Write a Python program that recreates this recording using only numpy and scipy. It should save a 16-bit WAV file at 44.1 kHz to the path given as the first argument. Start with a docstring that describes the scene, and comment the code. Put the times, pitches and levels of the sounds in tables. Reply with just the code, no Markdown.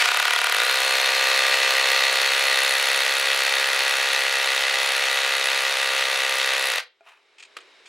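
"""A hammer drill bores into a plastered wall, close by in a small room: slow ratcheting, then full speed.
Each stroke rings wall, handle, housing and chuck, clacks the bit and crushes plaster: noise puffs and resonances.
Gear sines whine and shaped noise makes the motor's rush. The trigger is let go and the drill stalls.
The bit slips, scrapes and knocks out of the hole in noise and short ringing tones; a soft hiss swells up."""
import sys
import numpy as np
from scipy import signal
from scipy.fft import rfft, irfft, next_fast_len
from scipy.io import wavfile
from scipy.ndimage import map_coordinates

SR = 44100
rng = np.random.default_rng(int(sys.argv[2]) if len(sys.argv) > 2 else 0)


def persist_wave(psi):
    """Save psi, clipped to +-1, as 16-bit WAV."""
    counts = np.round(np.clip(psi, -1, 1) * 32767).astype(np.int16)
    wavfile.write(sys.argv[1], SR, np.atleast_2d(counts).T)


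N = 347508

# Resonances: f/Hz, width/Hz, relative level/dB
# drill housing
HOUSING_MODES = [(737, 78, -14.5), (941, 25, -5), (1203, 28, -3.5), (1289, 30, -5.5), (1426, 43, -6.5),
                 (1710, 73, -2), (1868, 74, -3), (1982, 102, 4.5), (2200, 57, -18.5), (2416, 120, -4),
                 (2546, 80, -4.5), (2651, 51, 1.5), (2870, 44, -4.5), (3346, 160, -4)]
# struck wall: f/Hz, width/Hz, relative level/dB
WALL_MODES = [(468.6, 69, 0.5), (551, 58, 0.5), (638, 47.5, -2.5), (669, 49, -12.5)]
# hollow handle: f/Hz, width/Hz, relative level/dB
GRIP_MODES = [(206, 61, 11.5), (253, 33, -11)]
# ratchet teeth: f/Hz, width/Hz, relative level/dB
TEETH_MODES = [(1840, 1760, 0)]
# chuck: f/Hz, width/Hz, relative level/dB
CHUCK_MODES = [(418, 30, -11.5), (682, 57, -11.5), (739, 40, -5.5), (870, 97, -10), (966, 47, 0.5),
               (1220, 190, -5.5), (1445, 72, 4.5), (1980, 120, -8), (2350, 80, -13.5), (3270, 110, -3)]
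# bearing: f/Hz, width/Hz, relative level/dB
BEARING_MODES = [(3800, 170, 3), (4050, 110, -6)]
# steel tip of the bit: f/Hz, width/Hz, relative level/dB
TIP_MODES = [(9860, 470, 5.5), (10180, 290, -2.5)]
# steel shank of the bit: f/Hz, width/Hz, relative level/dB
SHANK_MODES = [(13500, 225, -9.5), (14170, 250, -16.5)]
# bit rubbing in the hole: f/Hz, width/Hz, relative level/dB
FLUTE_MODES = [(1750, 300, -11), (2490, 180, 1.5), (3240, 250, -2), (4400, 500, -9.5), (5260, 300, -16),
               (6600, 700, -12), (8440, 500, -13)]
# faint resonances in the hiss: f/Hz, width/Hz, relative level/dB
HISS_RESONANCES = [(388, 120, -3.5), (2190, 130, 0.5), (3040, 45, -4), (3640, 110, -4), (3890, 120, -2.5),
                   (5240, 70, -8)]

# Noise colours: f/Hz, relative spectral level/dB
# loose metal of the stroke
CLACK_COLOUR = [(200, -78), (380, -39.5), (600, -7.5), (1000, -7.5), (1500, -6.5), (2000, 5), (2700, -4),
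                (3100, -4), (3700, 4.5), (4700, -6.5), (6200, -6.5), (8000, -14.5), (10000, -18.5),
                (16000, -45.5)]
# plaster breaking under the tip: f/Hz, relative spectral level/dB
CRUSH_COLOUR = [(300, -91), (1000, -41), (4000, -18), (6500, -0.5), (8000, -3), (10500, 2.5), (12000, -5),
                (14500, -6), (16000, -24.5)]
# fan and brushes: f/Hz, relative spectral level/dB
MOTOR_COLOUR = [(170, -70.5), (300, -29.5), (450, -11), (800, -7), (1300, -1.5), (2000, 3), (2700, -0.5),
                (3050, -2), (3400, -4.5), (4400, -2.5), (5000, -7.5), (6500, -13.5), (9000, -17),
                (15500, -31.5)]
# bit scraping: f/Hz, relative spectral level/dB
SCRAPE_COLOUR = [(200, -48), (700, -13), (2500, -3.5), (5000, -9), (8800, -21), (10500, -29), (15000, -64)]
# bit slipping back: f/Hz, relative spectral level/dB
RUB_COLOUR = [(200, -41.5), (500, -22.5), (700, -8), (1100, -4), (1800, -6), (2450, -9), (3200, -12),
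              (5000, -24), (11000, -33), (15000, -67)]
# sharp contact of a knock: f/Hz, relative spectral level/dB
KNOCK_COLOUR = [(150, -40.5), (450, -9.5), (800, -18), (1300, -1.5), (2000, -8.5), (3400, -4), (5400, -19),
                (9600, -23.5), (15600, -46)]
# soft hiss: f/Hz, relative spectral level/dB
HISS_COLOUR = [(25, -37), (140, -40), (250, -24), (340, -16), (385, -3.5), (430, -10), (650, -12),
               (1100, -13), (2200, -10.5), (4000, -16), (5400, -21), (6200, -26), (8500, -30), (15600, -57)]

# gear mesh: multiple of the stroke rate, relative level/dB
GEAR_PARTIALS = [(57, -14), (58, -10), (62, -11), (64, 0), (65, -2), (128, -17)]
# the drill settling in the hole: f/Hz, relative level/dB, t60/s
RIM_TONES = [(420, -9, .12), (674, 0, 0.098), (790, -10, .08), (1400, -6, 0.043), (2430, -9, .05)]
# knocks of the loosened drill: t/s, sharp contact level/dB, contact t60/s, hollow ring level/dB
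KNOCK_EVENTS = [(7.0078, -63, .03, -48), (7.0632, -58, 0.033, -52), (7.5676, -30, .015, -55),
                (7.569, -30.5, 0.038, -62), (7.5865, -41.5, .025, -60)]
# the bit scrapes out of the hole: t/s, length/s, level/dB
SCRAPE_EVENTS = [(7.381, .016, -49), (7.396, 0.02, -45.5), (7.424, 0.018, -44), (7.448, .012, -49.5),
                 (7.602, 0.023, -55), (7.855, 0.043, -49)]
# decay of the room: f/Hz, t60/s
ROOM_DECAY = [(200, 0.39), (1000, 0.22), (4000, 0.27), (10000, 0.037), (16000, 0.12)]
# the trigger is squeezed halfway, then fully: t/s, share of full speed
TRIGGER_STEPS = [(0, .5613), (.5224, 1)]
# full speed as the drag of the hole allows it: t/s, strokes per second
FULL_SPEED_CURVE = [(0.6, 66.001), (1.3, 66.374), (2.08, 66.783), (2.25, 67.577), (2.58, 66.63),
                    (2.78, 67.432), (3.9, 67.417), (5.7, 66.981), (6.6, 66.324)]
# how hard the drill is leant on: t/s, working level/dB
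EFFORT_CURVE = [(0.7, -21.5), (1.53, -19.5), (3.28, -21), (6.47, -22), (6.65, -22.5)]
# the tip meets harder and softer plaster: t/s, level/dB
BITE_CURVE = [(0.05, -37.5), (0.71, -39), (1.54, -44.5), (2.87, -39), (4.25, -43.5), (6.62, -43),
              (6.66, -40.5)]

# each part against the effort:
# level/dB, change per octave of speed/dB, change at the full depth of the hole/dB
WALL_LAW = (-15, 4.4, -.3)
GRIP_LAW = (-53, -7, 1.3)
WHINE_LAW = (-8.5, 11, -9.5)
BEARING_LAW = (-33.5, 2.5, 17)
SHANK_LAW = (-23.5, -1.5, -16.5)
CHUCK_LAW = (-27.5, -1.5, .8)

START_SHARE, SPIN_UP_S = .2926, .0511  # share of full speed at the outset, lag of the motor
RELEASE_S, COAST_S = 6.691, .1695  # the trigger is let go, and the motor coasts down
STALL_S = 6.795  # the last strokes come before this
SKID_DB, SKID_S = 6.5, 0.1  # the first strokes clatter harder, then settle
SEATED_S, GUIDE_S = 0.49, 0.93  # the bit runs free until the deepening hole guides it
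LOOSE_CHUCK_DB, LOOSE_WORK_DB = 23.5, 1  # extra rattle of chuck and mechanism while it runs free
# the bit slips back: peak, swell and fade
SLIP_S, SLIP_DB, SLIP_RISE_DB_PER_S, SLIP_FALL_DB_PER_S = 7.085, -47.5, 400, 170
HISS_FULL_S, HISS_DB, HISS_RISE_DB_PER_S = 7.61, -54.5, 25  # the hiss swells, then holds
PEAK_DB, TOP_HZ = -3, 15800  # where peaks round off, and the band limit


def amp(db):
    """Decibels to gain."""
    return 10 ** (np.asarray(db) / 20)


def unit(x):
    """x at rms 1."""
    return x / np.sqrt(np.mean(x ** 2) + 1e-20)


def along(points, hz):
    """Read (Hz, value) points on a log frequency axis, holding the end values."""
    f, v = np.transpose(points)
    return np.interp(np.log(hz + 1), np.log(f + 1), v)


def clock():
    """The time of each sample in seconds."""
    return np.arange(N) / SR


def curve(points):
    """(s, value) points as one value per sample."""
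    s, value = np.transpose(points)
    return np.interp(clock(), s, value)


def white():
    """Fresh white noise."""
    return rng.standard_normal(N)


def wobble(rate):
    """A smooth random curve, rate knots a second."""
    knots = rng.standard_normal(int(N * rate / SR) + 4)
    return map_coordinates(knots, [clock() * rate])


def filtered(x, response):
    """x times a complex response of frequency."""
    m = next_fast_len(N + SR // 2, real=True)
    return irfft(rfft(x, m) * response(np.fft.rfftfreq(m, 1 / SR)), m)[..., :N]


def coloured(x, spectrum):
    """x shaped by (Hz, dB) points; white noise keeps its power."""
    gains = amp(along(spectrum, np.linspace(0, SR / 2, 2000)))
    norm = np.sqrt(np.mean(gains ** 2))
    return filtered(x, lambda hz: amp(along(spectrum, hz)) / norm)


def highpass(x, low_hz):
    """x through the weak bass radiation of a small body."""
    return signal.sosfilt(signal.butter(4, low_hz, "high", fs=SR, output="sos"), x)


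def ring(x, modes, low_hz):
    """x through resonances that radiate little below low_hz, at rms 1."""
    def body(f):
        total = 0
        for k, (centre, width, db) in enumerate(modes):
            damping = 1j * f * width
            total = total + (-1) ** k * amp(db) * damping / (centre ** 2 - f * f + damping)
        return total
    return unit(highpass(filtered(x, body), low_hz))


def taps(times, sizes):
    """Impulses at times that may fall between samples."""
    at = np.clip(times * SR, 0, N - 2)
    i = at.astype(int)
    return np.bincount(i, sizes * (1 - at + i), N) + np.bincount(i + 1, sizes * (at - i), N)


def hits(times, delay, scatter, spread_db):
    """One impulse a delay (s) from each stroke, uneven in time (s) and size."""
    chance = rng.standard_normal((len(times), 2))
    return taps(times + delay + scatter * chance[:, 0], amp(spread_db * chance[:, 1]))


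def bursts(impulses, decay):
    """Each impulse sets off a dying puff of noise; decay in seconds."""
    envelope = signal.lfilter([1], [1, -np.exp(-1 / (decay * SR))], impulses)
    return unit(white() * envelope)


def repeated(impulses, decay):
    """Each impulse sets off the same dying jumble of dense metal modes; decay in seconds."""
    t = np.arange(SR // 40) / SR
    jumble = rng.standard_normal(len(t)) * np.exp(-t / decay)
    return unit(signal.fftconvolve(impulses, jumble)[:N])


def drill():
    """The ratchet sets the pace: strokes excite body and bit, while motor and gears run between them."""
    speed = ratchet_speed()
    turns = np.cumsum(speed) / SR + .5  # strokes so far
    strokes = clock()[1:][np.diff(np.floor(turns)) > 0]
    strokes = strokes[strokes < STALL_S]
    running = amp(-500 * np.maximum(clock() - STALL_S, 0))
    return hammering(strokes, speed) + bit(strokes, speed) + running * (motor(turns) + gears(turns, speed))


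def ratchet_speed():
    """Strokes per second: the motor follows the trigger with a lag and coasts down on release."""
    t = clock()
    times, shares = np.transpose(TRIGGER_STEPS)
    share = START_SHARE
    for s, step in zip(times, np.diff(shares, prepend=START_SHARE)):
        share = share + step * (1 - np.exp(-np.maximum(t - s, 0) / SPIN_UP_S))
    coast = np.exp(-np.maximum(t - RELEASE_S, 0) / COAST_S)
    return curve(FULL_SPEED_CURVE) * share * coast


def looseness():
    """How freely the bit runs: 1 at first, dying away as the hole guides it."""
    return np.exp(-np.maximum(clock() - SEATED_S, 0) / GUIDE_S)


def working_level():
    """dB of the mechanism: the effort, plus early looseness and skidding."""
    return curve(EFFORT_CURVE) + LOOSE_WORK_DB * looseness() + SKID_DB * np.exp(-clock() / SKID_S)


def part_level(law, speed):
    """dB of one part: it follows the effort, and speed and hole depth in its own way."""
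    db, speed_db, depth_db = law
    octaves = np.log2(speed / speed.max())
    depth = np.minimum(clock() / STALL_S, 1)
    return curve(EFFORT_CURVE) + db + speed_db * octaves + depth_db * depth


def hammering(strokes, speed):
    """The ramp shoves, the teeth drop together, the bit lands, and the teeth catch half a stroke later."""
    work_db = working_level()
    period = 1 / np.interp(strokes, clock(), speed)
    shove = hits(strokes, delay=-0.00298, scatter=.00003, spread_db=1.07)
    drop = hits(strokes, delay=-.0016, scatter=.000025, spread_db=1)
    land = hits(strokes, delay=-.0003, scatter=.00005, spread_db=1.2)
    catch = hits(strokes, delay=.47 * period, scatter=.00008, spread_db=3)
    wall = amp(part_level(WALL_LAW, speed)) * ring(shove, WALL_MODES, low_hz=352)
    grip = amp(part_level(GRIP_LAW, speed)) * ring(shove, GRIP_MODES, low_hz=191)
    teeth = amp(work_db - 12.2) * ring(drop + .35 * catch, TEETH_MODES, low_hz=600)
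    housing = amp(work_db - 5.5) * ring(drop + 0.13 * catch, HOUSING_MODES, low_hz=560)
    chuck_db = part_level(CHUCK_LAW, speed) + LOOSE_CHUCK_DB * looseness()
    chuck = amp(chuck_db) * ring(land, CHUCK_MODES, low_hz=533)
    clatter = 0.38 * drop + land + 0.27 * catch
    clack = amp(work_db - 8.0) * coloured(rattle(clatter), CLACK_COLOUR)
    puffs = bursts(clatter, decay=.002)
    bearing = amp(part_level(BEARING_LAW, speed)) * ring(puffs, BEARING_MODES, low_hz=2000)
    return wall + grip + teeth + housing + chuck + clack + bearing


def rattle(clatter):
    """More alike from stroke to stroke in the low modes, looser rattle higher up."""
    def alike(hz):
        return along([(2400, .55), (3400, .12)], hz)  # share of power that repeats
    steady = filtered(repeated(clatter, decay=0.0029), lambda hz: np.sqrt(alike(hz)))
    loose = filtered(bursts(clatter, decay=0.0031), lambda hz: np.sqrt(1 - alike(hz)))
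    return steady + loose


def bit(strokes, speed):
    """The tip crushes plaster in puffs of noise, and the steel of tip and shank rings."""
    bite_db = curve(BITE_CURVE)
    bite = hits(strokes, delay=0, scatter=0.00015, spread_db=2)
    crush = amp(bite_db + 0.4) * coloured(bursts(bite, decay=0.0017), CRUSH_COLOUR)
    tip = amp(bite_db - 1.5) * ring(bursts(bite, decay=0.003), TIP_MODES, low_hz=4960)
    shank_ring = ring(bursts(bite, decay=.001), SHANK_MODES, low_hz=8000)
    return crush + tip + amp(part_level(SHANK_LAW, speed)) * shank_ring


def motor(turns):
    """Fan and brushes rush, eased for a moment after each blow."""
    load = 1 + 0.39 * np.cos(2 * np.pi * (turns - .75))
    return amp(working_level() - 5.5) * load * coloured(white(), MOTOR_COLOUR)


def gears(turns, speed):
    """The gear mesh sings in unsteady sines, swelling each time the ratchet climbs its ramp."""
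    shaft = turns + .0012 * wobble(130) + .0025 * wobble(14)
    mesh = 0
    for multiple, db in GEAR_PARTIALS:
        mesh = mesh + amp(db + 0.54 * wobble(25)) * np.sin(2 * np.pi * multiple * (shaft - .8))
    climb = amp(3 * np.cos(2 * np.pi * (turns - .8)))
    return amp(part_level(WHINE_LAW, speed)) * unit(mesh * climb)


def withdrawal():
    """The stopped bit slips back, scrapes along the hole and knocks on its rim."""
    return slip() + scrapes() + knocks()


def slip():
    """The bit slides back: rubbing noise and one flute resonance swell and fade."""
    t = clock()
    rise = SLIP_RISE_DB_PER_S * (SLIP_S - t)
    fall = SLIP_FALL_DB_PER_S * (t - SLIP_S)
    slide_db = SLIP_DB - np.maximum(rise, fall)
    rub = 0.92 * coloured(white(), RUB_COLOUR) + .5 * ring(white(), FLUTE_MODES[1:2], low_hz=800)
    return amp(slide_db + 2 * wobble(200)) * rub


def scrapes():
    """Short drags of the bit: gritty noise and flute resonances under flickering envelopes."""
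    t = clock()
    drags = 0
    for s, length, db in SCRAPE_EVENTS:
        attack = np.clip((t - s) / .003, 0, 1)
        fade = amp(-1500 * np.maximum(t - s - length * 0.63, 0))
        drags = drags + amp(db) * attack * fade
    grit = .8 * ring(white(), FLUTE_MODES, low_hz=800) + 0.64 * coloured(white(), SCRAPE_COLOUR)
    return drags * amp(1.9 * wobble(500)) * grit


def knocks():
    """Each knock is a sharp contact of dying noise and a short hollow ring of dying sines."""
    t = clock()
    contact = sum((t >= s) * amp(db - 60 * np.abs(t - s) / t60) for s, db, t60, _ in KNOCK_EVENTS)
    times, _, _, ring_db = np.transpose(KNOCK_EVENTS)
    age = t[:SR // 4]
    modes = sum(amp(db - 60 * age / t60) * np.sin(2 * np.pi * hz * age) for hz, db, t60 in RIM_TONES)
    hollow = signal.fftconvolve(taps(times, amp(ring_db)), modes)[:N]
    return coloured(contact * white(), KNOCK_COLOUR) + highpass(hollow, 380)


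def hiss():
    """A soft, slightly ringing noise swells steadily, then holds after the drill is silent."""
    hiss_db = HISS_DB - HISS_RISE_DB_PER_S * np.maximum(HISS_FULL_S - clock(), 0)
    air = amp(-1) * coloured(white(), HISS_COLOUR)
    return amp(hiss_db) * (air + amp(-6.0) * ring(white(), HISS_RESONANCES, low_hz=300))


def room(x):
    """Two unlike answers of the small room: noise tails dying at a rate set by frequency."""
    hz, t, z = signal.stft(rng.standard_normal((2, SR // 2)), SR, nperseg=256)
    decay = amp(-60 * t / along(ROOM_DECAY, hz)[:, None])
    tail = signal.istft(z * decay, SR, nperseg=256)[1]
    return signal.fftconvolve(x[None], tail / np.linalg.norm(tail[0]), axes=1)[:, :N]


def rumble():
    """A faint low stereo noise, 14 dB weaker once the drill has stalled."""
    pair = white() + .45 * np.array([white(), white()])  # partly shared by both channels
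    low = coloured(pair, [(20, -0.5), (150, -6.5), (400, -13.5), (1500, -74.5)])
    return amp(-85.0) * low * amp(-14 * (clock() > STALL_S))


def scene():
    """Drill and wall close by, heard almost in mono, with room and hiss spread wider."""
    direct = drill() + withdrawal()
    near, across = amp(-14.0) * room(direct)
    mid = direct + near + hiss()
    side = amp(-7.5) * across + amp(-31) * direct + amp(-11) * hiss()
    return np.array([mid + side, mid - side])


def record(dry):
    """Round off the highest peaks, add the low rumble and cut everything above the band limit."""
    limited = dry / (1 + np.abs(dry / amp(PEAK_DB)) ** 6) ** (1 / 6)
    # only the excess above 600 Hz is shaved: the bass passes untouched
    rounded = dry - filtered(dry - limited, lambda hz: hz > 600)
    return filtered(rounded + rumble(), lambda hz: hz < TOP_HZ)


dry = scene()
out = record(dry)
persist_wave(out)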